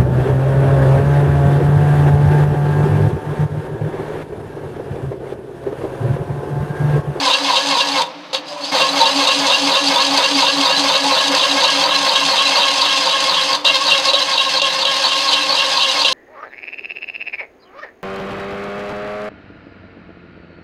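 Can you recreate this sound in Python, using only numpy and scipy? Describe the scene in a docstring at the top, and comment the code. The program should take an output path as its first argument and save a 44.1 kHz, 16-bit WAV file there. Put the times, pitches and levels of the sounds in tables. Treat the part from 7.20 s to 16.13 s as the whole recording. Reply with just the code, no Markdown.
"""A workshop, one microphone close to a pillar drill cutting a circle in a clamped steel sheet.
The single-point cutter goes round about four times a second, chattering and tearing off chips.
Each place on the groove rings other modes of the sheet, so the screech repeats every turn.
Twice the tip digs in and stalls the spindle, leaving the motor and slipping belt, then snaps free.
A short room echo sits behind the cut."""
import sys
import numpy as np
from scipy import signal
from scipy.fft import rfft, irfft, next_fast_len
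from scipy.io import wavfile
from scipy.ndimage import uniform_filter1d, map_coordinates

SR = 44100
rng = np.random.default_rng(int(sys.argv[2]) if len(sys.argv) > 2 else 0)


def inscribe(sig):
    """Save sig as 16-bit PCM at rate SR to the path in sys.argv[1].

    A 1-D sig is mono; a 2-D sig holds one channel per row.
    Samples are clipped to [-1, 1] before scaling.
    """
    pcm = np.round(np.clip(np.atleast_2d(sig).T, -1, 1) * 32767)
    wavfile.write(sys.argv[1], SR, pcm.astype(np.int16))


N = 393813

# Balance of the cut as the groove deepens:
# time_s, grind_db, screech_db, screech_swing_db, drumming_db, chatter_db (against the scraping)
CUT_LEVELS = [(0, -19, -16, 6, -21, -3), (.8, -18.5, -17.5, 1.5, -21, -4), (1.8, -19, -15.5, 1, -18, -16),
              (3.3, -18.5, -14.5, 0, -14.5, -6.5), (4.5, -17.5, -15, 0.5, -20, -5.5),
              (5.4, -18, -14.5, 0, -27.5, -2.5), (7.2, -20, -17, .5, -43, 2.5),
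              (8.93, -20, -14.5, 1.3, -39, 0)]
# Stick-slip of the tip round a shallow and a deep groove:
# angle_turns, shallow_hz, deep_hz, shallow_pulse_db, deep_pulse_db, shallow_whine_db, deep_whine_db
STICK_SLIP = [(0.019, 536.1, 539.2, 7, -5, 8, -10), (.12, 543.3, 545.8, 5, 2.5, 7, 2),
              (.24, 556.6, 538.5, -7, 0.5, -9, 7.5), (.4, 560.8, 527.5, -4, 2, -10, 4),
              (.54, 560, 537, -3, 1, -12, -1.5), (.68, 539.2, 540, 5, 0, 4, 6.5),
              (.82, 504.2, 531.7, -2, -4, 1.5, 1.5), (0.921, 467.9, 520.1, -12, -2, -4, 1)]
# Colour of tearing steel: frequency_hz, level_db
SCREECH_SPECTRUM = [(2000, -39), (2450, -4.5), (2700, -1), (4000, 0), (5000, 0), (5300, -9), (5750, -10.5),
                    (6300, -3), (6800, -13), (8300, -15), (9300, -22), (10200, -19), (11800, -43.5),
                    (14000, -38)]
# The tip catches hard and breaks out a large chip: start_s, level_db, sticking_dip_db, decay_s
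HARD_SNAGS = [(.1342, -3, 5, .011), (.359, -6, 2, .008), (.5935, -4, 2, .003), (1.1295, -11, 3, .008),
              (1.6092, -3, -3, .011), (1.8543, -2, 5, .011), (2.0705, 0, 3, .009), (2.297, -4, 2, .014),
              (4.44, -1.5, -1.5, .011), (5.366, -3, -1.5, .011), (6.448, -3, 5, .016),
              (6.4738, -5, .5, .011), (6.7174, -3.5, -1.5, .014), (6.884, -4.5, 0, .011),
              (6.9326, -1.5, 6, .016), (7.1754, -3, 4, .011), (7.396, -5, 2, .005), (7.4165, 2, 11, .008),
              (7.588, -6, 2, .007), (7.6505, 2, 7, .005), (7.9166, -4.5, 1, .011), (8.1293, -4, -3, .011),
              (8.3868, -5, 0, .011), (8.847, 2, 7, .005), (8.8555, -2, 0, .006)]
# Resonances of the machine frame: pitch_hz, width_hz, level_db
FRAME_MODES = [(156.3, 10.3, -11), (182, 3.4, -5), (292.6, 9, 1)]


def cutter(turns):
    """The tip scrapes, chatters and squeaks in the groove: grinding below, screech above."""
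    # colour of the chatter: frequency_hz, level_db
    slip_spectrum = [(300, -32), (520, -14), (800, -7), (1040, -2.5), (1350, -12), (1650, -7), (2150, -9),
                     (2750, -4), (4200, -4), (5500, -16), (12000, -40)]
    # colour of sheet, clamps and vice under the tip: frequency_hz, level_db
    grind_spectrum = [(50, -44), (110, -21), (175, -8.5), (230, -11.5), (340, -12), (450, -8.5), (520, 6.5),
                      (600, 3.5), (700, -2.5), (830, 2), (1100, 3), (1420, -5.5), (1800, -5.5),
                      (2300, -6.5), (2700, -30.5)]
    grind_db, screech_db, chatter_db = cut_levels(turns)
    push = chip_force(per_s=90, scatter_db=6, relax_s=.0084, depth=.37)
    bite = chip_force(per_s=90, scatter_db=-1.5, relax_s=.003, depth=.82)
    pulses = push * chatter(turns, drift=.012, jitter_cycles=.018, scatter_db=2.6)
    modes = sheet_ringing(unit(pulses) + .8 * bite * noise(), turns)
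    slips = coloured(edge_reflections(pulses, decay_s=.001), slip_spectrum)
    grip = amp(3 * wobble(40))
    tones = amp(3 + .31 * chatter_db) * modes + amp(chatter_db - 3.5) * grip * slips
    low_tones = filtered(tones, lambda hz: 1 / (1 + (hz / 2400) ** 20))
    high_tones = tones - low_tones
    # a chattering tip also rasps in the midrange
    rasp = unit(ring(ring(push * noise(), hz=1690, width_hz=1500), hz=1770, width_hz=530))
    grind = low_tones + amp(chatter_db - 7.5) * rasp + amp(.6 * chatter_db + 2) * whine(turns)
    grind += amp(-3.5) * coloured(push * noise(), grind_spectrum)
    drag = chip_force(per_s=83, scatter_db=5, relax_s=.0052, depth=.46)
    scrape = coloured(tearing(drag, cracks_per_s=1600, grit=.29), SCREECH_SPECTRUM)
    squeak = bite * squeaks(turns, waver_hz=90, flutter_db=2.8)
    screech = high_tones + amp(-2) * scrape + amp(5.6) * squeak
    return (amp(grind_db + .44) * levelled(grind, window_s=.11)
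            + amp(screech_db + .6) * levelled(screech, window_s=.13))


def sheet_ringing(drive, turns):
    """The sheet's modes ring one after another as the tip passes the place that drives each."""
    # pitch_hz, width_hz, shallow_db, deep_db, angle_turns, spread_turns
    sheet_modes = [(533, 50, -4.5, -13, 0.94, 0.098), (836.4, 62, -6, -9.5, 0.58, 0.17),
                   (935, 43, -1.5, -2, 0.874, 0.054), (926, 47, -10, -12.5, 0.34, 0.12),
                   (1090, 62, -2.5, -0.5, 0.15, 0.044), (1052, 59, -7.5, -8, 0.86, 0.081),
                   (1273, 52, -13, -14, 0.96, 0.13), (1686, 19, -6.5, -9, 0.18, 0.078),
                   (1611, 50, -10.5, -11.5, 0.71, 0.057), (2165, 42, -9, -14.5, 0.67, 0.052),
                   (2110, 610, -10.5, -10, 0.25, 0.055), (2602, 117, -9, -10.5, 0.77, 0.16),
                   (2777, 32, -4, -6.5, 0.049, 0.067), (3090, 170, -4.5, 0, 0.11, 0.089),
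                   (3292, 64, -13, -4.5, 0.19, 0.055), (3314, 560, -5.5, -6, 0.74, 0.18),
                   (3780, 240, -1, -1.5, 0.044, 0.044), (3916, 120, -2, -1.5, 0.814, 0.036),
                   (4500, 720, -5.5, -7, .26, 0.055), (4970, 230, -11.5, -8, 0.644, 0.035)]
    out = np.zeros(N)
    for hz, width_hz, shallow_db, deep_db, angle, spread in sheet_modes:
        # the second, wider band keeps the valleys between modes dark
        mode = levelled(ring(ring(drive, hz, width_hz), hz, 4 * width_hz), window_s=.051)
        out += amp(deepening(shallow_db, deep_db)) * near(turns, angle, spread) * mode
    return out


def chip_force(per_s, scatter_db, relax_s, depth):
    """Force on the tip: it jumps each time a chip breaks, then relaxes."""
    breaks = (rng.random(N) < per_s / SR) * amp(scatter_db * np.clip(noise(), -2, 2))
    force = signal.lfilter([1], [1, -np.exp(-1 / (relax_s * SR))], breaks)
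    return unit(1 + depth * unit(force))


def tearing(force, cracks_per_s, grit):
    """Friction noise with tiny sharp fractures in it, following the force."""
    cracks = (rng.random(N) < cracks_per_s / SR) * noise()
    return force * unit(noise() + grit * unit(cracks))


def chatter(turns, drift, jitter_cycles, scatter_db):
    """The tip sticks and slips, giving one pulse for each slip."""
    shallow_db, deep_db = np.transpose(STICK_SLIP)[3:5]
    cycles = np.cumsum(slip_rate(turns, drift)) / SR
    slips = np.arange(1, int(cycles[-1]))
    late, size = rng.standard_normal((len(slips), 2)).T
    onsets = np.interp(slips + jitter_cycles * late, cycles, np.arange(N)).astype(int)
    pulses = np.bincount(onsets, amp(scatter_db * size), N)
    return pulses * amp(round_groove(turns, shallow_db, deep_db))


def slip_rate(turns, drift):
    """Slips a second round the groove; they slow where the cut bites deepest."""
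    shallow_hz, deep_hz = np.transpose(STICK_SLIP)[1:3]
    return round_groove(turns, shallow_hz, deep_hz) * (1 + drift * wobble(55))


def edge_reflections(x, decay_s):
    """Many reflections from the sheet's edges and clamps scatter each pulse in time."""
    t = np.arange(SR // 20) / SR
    spectrum = rfft(noise(len(t)) * np.exp(-t / decay_s), 2 * len(t))
    all_pass = irfft(spectrum / np.abs(spectrum))[:len(t)]
    return signal.fftconvolve(x, all_pass)[:N]


def whine(turns):
    """The sheet sings with the chatter; each partial flutters, and swells when it meets a mode."""
    # harmonic_number, level_db, mode_hz, width_hz
    partials = [(1, -13.5, 534, 66), (2, 1.5, 950, 120), (3, -6.5, 1700, 68), (4, -15, 2160, 100),
                (5, -17, 2720, 200), (6, -14, 3210, 120)]
    shallow_db, deep_db = np.transpose(STICK_SLIP)[5:]
    hz = slip_rate(turns, drift=.015) * (1 + .012 * wobble(250))
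    tone = np.zeros(N)
    for harmonic, db, mode_hz, width_hz in partials:
        flutter = amp(4.2 * wobble(48))
        resonance = 1 / np.hypot(1, 2 * (harmonic * hz - mode_hz) / width_hz)
        tone += amp(db) * flutter * resonance * sine(harmonic * hz)
    return tone * amp(round_groove(turns, shallow_db, deep_db))


def squeaks(turns, waver_hz, flutter_db):
    """Self-excited tones glide and flutter near the same places, straying a little each turn."""
    # angle_turns, spread_turns, pitch_hz, glide_hz_per_turn, shallow_db, deep_db
    squeak_places = [(0.108, 0.071, 2800, -6, -9, -14), (.027, 0.079, 3880, 501.5, -8.5, -6),
                     (.09, 0.035, 4500, 3001, -5.5, -12), (.32, 0.039, 3980, -400, -6.5, -3),
                     (.37, 0.072, 2800, -600, -22, -7.5), (.51, 0.027, 4530, 4003, -3.5, -13),
                     (.79, .064, 4360, 403.5, -9, -4.5), (.85, 0.051, 4690, 901, -9.5, -6.5),
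                     (.94, 0.046, 3580, -400, -5.5, -6.5)]
    waver = waver_hz * wobble(300) + 55 * wobble(12)
    flutter = flutter_db * wobble(200) + 1.2 * wobble(8)
    stray = .028 * wobble(6)
    out = np.zeros(N)
    for angle, spread, hz, glide, shallow_db, deep_db in squeak_places:
        shift = rng.integers(N)  # each squeak wanders in its own way
        place = turns + np.roll(stray, shift)
        pitch = hz + glide * turns_past(place, angle) + np.roll(waver, shift)
        gain = amp(deepening(shallow_db, deep_db) + np.roll(flutter, shift))
        out += gain * near(place, angle, spread) * sine(pitch)
    return out


def squeals():
    """The tip locks on to one mode: a tone roughened by breaking chips, ducking as the tip sticks."""
    # middle_s, spread_s, pitch_hz, level_db
    squeal_events = [(.087, .02, 1044, -13.5), (.344, .02, 936, -9), (.545, .014, 1070, -13),
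                     (1.626, 0.013, 2763, -13), (1.649, .015, 1078, -13), (1.816, .007, 3970, -7),
                     (1.829, 0.018, 915, -7), (1.876, .015, 1068, -13.5), (2.1, 0.014, 2767, -10),
                     (2.348, 0.014, 2777, -15), (2.52, .014, 927, -17), (2.778, .013, 955, -15),
                     (2.811, .012, 1076, -15), (2.818, .0089, 4340, -9), (2.95, 0.012, 854, -18),
                     (3.056, 0.011, 2796, -14), (3.494, .014, 934, -15.5), (3.87, .016, 859, -13),
                     (3.94, .01, 3994, -11), (5.258, .011, 3962, -13), (5.386, 0.0083, 4672, -10),
                     (5.433, 0.013, 3908, -14), (6.456, 0.0083, 3660, -9), (6.482, 0.015, 3870, -11),
                     (6.491, 0.019, 2800, -10), (6.691, .0083, 3951, -7), (6.728, 0.014, 2765, -10.5),
                     (6.885, 0.012, 4330, -12), (6.944, 0.014, 3860, -9), (7.187, .016, 3840, -10),
                     (7.193, 0.022, 2750, -17), (7.433, 0.018, 3903, -18), (7.442, 0.013, 2770, -13),
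                     (7.453, 0.013, 3310, -17), (8.169, 0.017, 2750, -13), (8.406, 0.017, 2790, -12),
                     (8.645, .015, 2788, -15), (8.856, 0.0085, 3910, -10)]
    t = np.arange(N) / SR
    waver = .7 * wobble(420) + .3 * wobble(35)
    flutter = unit(amp(3.5 * wobble(330)))
    out = np.zeros(N)
    for middle_s, spread_s, hz, db in squeal_events:
        on = np.abs(t - middle_s) < 4 * spread_s
        swell = np.exp(-((t[on] - middle_s) / spread_s) ** 2 / 2)
        out[on] += amp(db) * swell * sine(hz * (1 + .015 * waver[on]))
    return flutter * out * amp(np.minimum(load_db(), 0) - 2 * sticking_db())


def snags(turns, attack_s):
    """Each snag or catch lets go in a short burst of fractures that rings the sheet."""
    # what rings after a snag: pitch_hz, width_hz, level_db
    snap_modes = [(560, 40, -3), (1100, 50, -3), (2780, 30, 3), (3290, 35, 1), (3620, 110, -8),
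                  (3920, 40, 4), (4400, 90, -7), (6250, 400, -18)]
    t = np.arange(SR // 4) / SR
    force = np.zeros(N)
    for start_s, db, _, decay_s in HARD_SNAGS + light_catches(turns):
        envelope = amp(db) * np.exp(-t / decay_s) * (1 - np.exp(-t / attack_s))
        span = force[int(start_s * SR):][:len(t)]
        span += envelope[:len(span)]
    burst = force * noise()
    crack = amp(-10) * coloured(burst, SCREECH_SPECTRUM)
    return amp(-7) * np.std(burst) * (resonate(burst, snap_modes) + crack)


def light_catches(turns, angle=.0505, scatter_turns=.0305, db=-8.5, scatter_db=3, decay_s=.0077):
    """Snag rows for a light catch past the deepest place of each turn, unless a hard snag is near."""
    laps = np.arange(1, int(turns[-1]) + 1)
    late, sizes = rng.standard_normal((len(laps), 2)).T
    starts_s = np.interp(laps + angle + scatter_turns * late, turns, np.arange(N) / SR)
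    hard_s = np.transpose(HARD_SNAGS)[0]
    return [(start_s, db + scatter_db * size, 0, decay_s)
            for start_s, size in zip(starts_s, sizes) if np.abs(hard_s - start_s).min() > .08]


def sticking_db(lead_s=.0015, spread_s=.0094):
    """Dip of the cut as the tip sticks just before a hard snag; a negative dip is a swell."""
    t = np.arange(N) / SR
    return sum(dip_db * np.exp(-.5 * np.minimum(((t - start_s + lead_s) / spread_s) ** 2, 50))
               for start_s, _, dip_db, _ in HARD_SNAGS)


def load_db(dying_s=.036, settling_s=.16):
    """How hard the tip works the sheet: it follows the feed, dies in a stall and settles once free."""
    # the tip is eased off after the first stall, then fed in again: time_s, feed_db
    feed = [(1.15, -2.5), (1.19, -14.5), (1.24, -34), (1.29, -13), (1.36, -19), (1.44, -9.5), (1.514, -15),
            (1.523, -2.5)]
    # the tip digs in and stops the spindle: start_s, freed_s, fall_db, restart_db
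    stalls = [(0.822, 1.13, 31, -4), (6.358, 6.444, 20, 1.5)]
    t = np.arange(N) / SR
    db, = curves(feed)
    for start_s, freed_s, fall_db, restart_db in stalls:
        dying = -fall_db * (1 - np.exp(-np.maximum(t - start_s, 0) / dying_s))
        settling = restart_db * np.exp(-np.maximum(t - freed_s, 0) / settling_s)
        db += np.where(t < freed_s, dying, settling)
    return uniform_filter1d(db, size=200)


def cut_levels(turns, deepest_angle=.85, screech_angle=.88, chatter_angle=.43, skew=.92):
    """Grind, screech and chatter in dB: the sheet is not level, so each swings once a turn."""
    grind_db, screech_db, swing_db, _, chatter_db = curves(CUT_LEVELS)
    load, stick = load_db(), sticking_db()
    # in a shallow groove the tip nearly lifts once a turn
    lull_db = deepening(1.5, 0) * near(turns, angle=.47, spread=.071)
    grind_db += deepening(3, 1.15) * swing(turns, deepest_angle)
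    grind_db += .99 * load - 1.26 * stick - .5 * lull_db + .46 * wobble(22)
    # the screech builds slowly and lets go quickly
    skewed_turns = turns - skew / (2 * np.pi) * swing(turns, screech_angle)
    screech_db += swing_db * swing(skewed_turns, screech_angle)
    screech_db += load - stick - lull_db + .91 * wobble(22)
    # chatter is strongest where the tip starts down into the deep part
    chatter_db += .87 * load + 3 * swing(turns, chatter_angle)
    return grind_db, screech_db, chatter_db


def drumming(turns, rise_turns=.125, fall_turns=.085):
    """Once a turn the sheet's lowest mode builds, sags in pitch, shakes the frame and is damped."""
    hz = 282 - 3 * near(turns, angle=.6, spread=.12) + 3 * wobble(45)
    throb = amp(1.7 * wobble(50) + .9 * wobble(5))
    crest_angle = deepening(.58, .5)
    spread = np.where(turns_past(turns, crest_angle) < 0, rise_turns, fall_turns)
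    level_db = curves(CUT_LEVELS)[3] + 1.45 * np.minimum(load_db(), 0)
    swell = .08 + near(turns, crest_angle, spread)
    shake = amp(-21) * resonate(noise(), FRAME_MODES[:2])
    return amp(level_db) * swell * (throb * sine(hz) + shake)


def rubbing():
    """As the spindle picks up speed, a light touch lets single modes of the sheet sing."""
    # middle_s, spread_s, pitch_hz, width_hz, level_db
    rubs = [(1.36, 0.028, 585, 18, -30.5), (1.32, 0.023, 750, 20, -42), (1.365, 0.02, 980, 25, -31.5),
            (1.3, 0.015, 4900, 200, -34), (1.5, 0.024, 4830, 290, -29)]
    t = np.arange(N) / SR
    out = np.zeros(N)
    for middle_s, spread_s, hz, width_hz, db in rubs:
        swell = np.exp(-((t - middle_s) / (2 * spread_s)) ** 2)
        mode = ring(ring(noise(), hz, width_hz), hz, 3 * width_hz)
        out += amp(db) * swell * levelled(mode, window_s=.07)
    return out


def motor():
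    """Behind the cut, motor and belt rush steadily and make the frame hum."""
    # frequency_hz, level_db
    rush_spectrum = [(30, -30), (100, -30), (200, -31), (400, -12), (550, -3), (720, -3.5), (1000, -1),
                     (1420, -10), (2500, -9), (4400, -13), (6000, -23), (9000, -65), (14000, -67)]
    rush = coloured(noise(), rush_spectrum) * amp(1.7 * wobble(46))
    hum = resonate(noise(), FRAME_MODES)
    return amp(-36.5) * rush + amp(-41) * hum


def workshop_echo(x):
    """The room returns a short diffuse echo whose treble dies first."""
    # frequency_hz, t60_s
    reverb_times = [(200, 0.86), (2000, 0.2), (10000, 0.068)]
    hz, t, bands = signal.stft(noise(SR // 2), SR, nperseg=256)
    decay = amp(-60 * t / at_frequency(reverb_times, hz)[:, None])
    tail = signal.istft(bands * decay, SR, nperseg=256)[1]
    return signal.fftconvolve(x, tail / np.linalg.norm(tail))[:N]


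def deepening(shallow, deep, start_s=3.2, end_s=5.0):
    """A value that moves from its shallow-groove to its deep-groove setting."""
    share = np.clip((np.arange(N) / SR - start_s) / (end_s - start_s), 0, 1)
    return shallow + share * (deep - shallow)


def round_groove(turns, shallow, deep):
    """Two stick-slip columns read at the tip's angle and blended as the groove deepens."""
    angles = np.transpose(STICK_SLIP)[0]
    return deepening(np.interp(turns, angles, shallow, period=1),
                     np.interp(turns, angles, deep, period=1))


def turns_past(turns, angle):
    """How far the tip is past this angle, -0.5 to 0.5 turns."""
    return (turns - angle + .5) % 1 - .5


def near(turns, angle, spread):
    """1 where the tip passes this angle, falling away on both sides."""
    return np.exp(-(turns_past(turns, angle) / (2 * spread)) ** 2)


def swing(turns, angle):
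    """1 at this angle of every turn, -1 on the opposite side."""
    return np.cos(2 * np.pi * (turns - angle))


def amp(db):
    """Decibels to gain."""
    return 10 ** (np.asarray(db) / 20)


def unit(x):
    """Scaled to rms 1."""
    return x / np.sqrt(np.mean(x ** 2) + 1e-20)


def levelled(x, window_s):
    """Scaled to rms 1 over a sliding window; faster bursts stay."""
    power = uniform_filter1d(x ** 2, max(int(window_s * SR), 2))
    return x / np.sqrt(np.abs(power) + 1e-12)


def at_frequency(points, hz):
    """(Hz, value) points read on a log axis."""
    point_hz, values = np.transpose(points)
    return np.interp(np.log(hz + 1), np.log(point_hz + 1), values)


def curves(rows):
    """One value per sample for each column after the time."""
    times_s, *columns = np.transpose(rows)
    return [np.interp(np.arange(N) / SR, times_s, column) for column in columns]


def noise(samples=N):
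    """White noise."""
    return rng.standard_normal(samples)


def sine(hz):
    """A tone that follows a pitch curve."""
    return np.sin(2 * np.pi * np.cumsum(hz) / SR)


def wobble(per_s):
    """A smooth random curve with this many knots a second."""
    return map_coordinates(noise(int(N * per_s / SR) + 4), [np.arange(N) * per_s / SR])


def filtered(x, response):
    """x through a gain that depends on frequency."""
    size = next_fast_len(N + SR // 4)
    return irfft(rfft(x, size) * response(np.fft.rfftfreq(size, 1 / SR)), size)[:N]


def coloured(x, spectrum):
    """x through a (Hz, dB) spectrum, at rms 1."""
    return unit(filtered(x, lambda hz: amp(at_frequency(spectrum, hz))))


def ring(x, hz, width_hz):
    """x through one damped resonance."""
    return signal.lfilter(*signal.iirpeak(hz, hz / width_hz, SR), x)


def resonate(x, modes):
    """x through resonances of alternating sign, at rms 1."""
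    return unit(sum((-1) ** k * amp(db) * ring(x, hz, width_hz)
                    for k, (hz, width_hz, db) in enumerate(modes)))


def scene():
    """Cut and machine from close by, in mono; the low drumming and the motor stay dry."""
    # about 4.2 turns a second, halting in the two stalls: time_s, position_turns
    spindle_path = [(0, .48), (.83, 3.97), (1.13, 3.99), (1.53, 4.65), (3.3, 12.155), (4.9, 18.852),
                    (6.37, 24.925), (6.45, 24.925), (8.93, 35.33)]
    turns, = curves(spindle_path)
    sheet = cutter(turns) + rubbing() + squeals() + snags(turns, attack_s=.00047)
    return (sheet + amp(-12) * workshop_echo(sheet) + drumming(turns) + motor())[None]


def record(dry):
    """The microphone rounds off the highest peaks and sheds the deep bass and the top treble."""
    ceiling, low_cut_hz, top_hz = .98, 115, 14700
    x = dry[0] / (1 + np.abs(dry[0] / ceiling) ** 6) ** (1 / 6)
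    x = filtered(x, lambda hz: hz ** 2 / np.sqrt(hz ** 4 + low_cut_hz ** 4))
    return filtered(x, lambda hz: hz < top_hz)[None]


dry = scene()
out = record(dry)
inscribe(out)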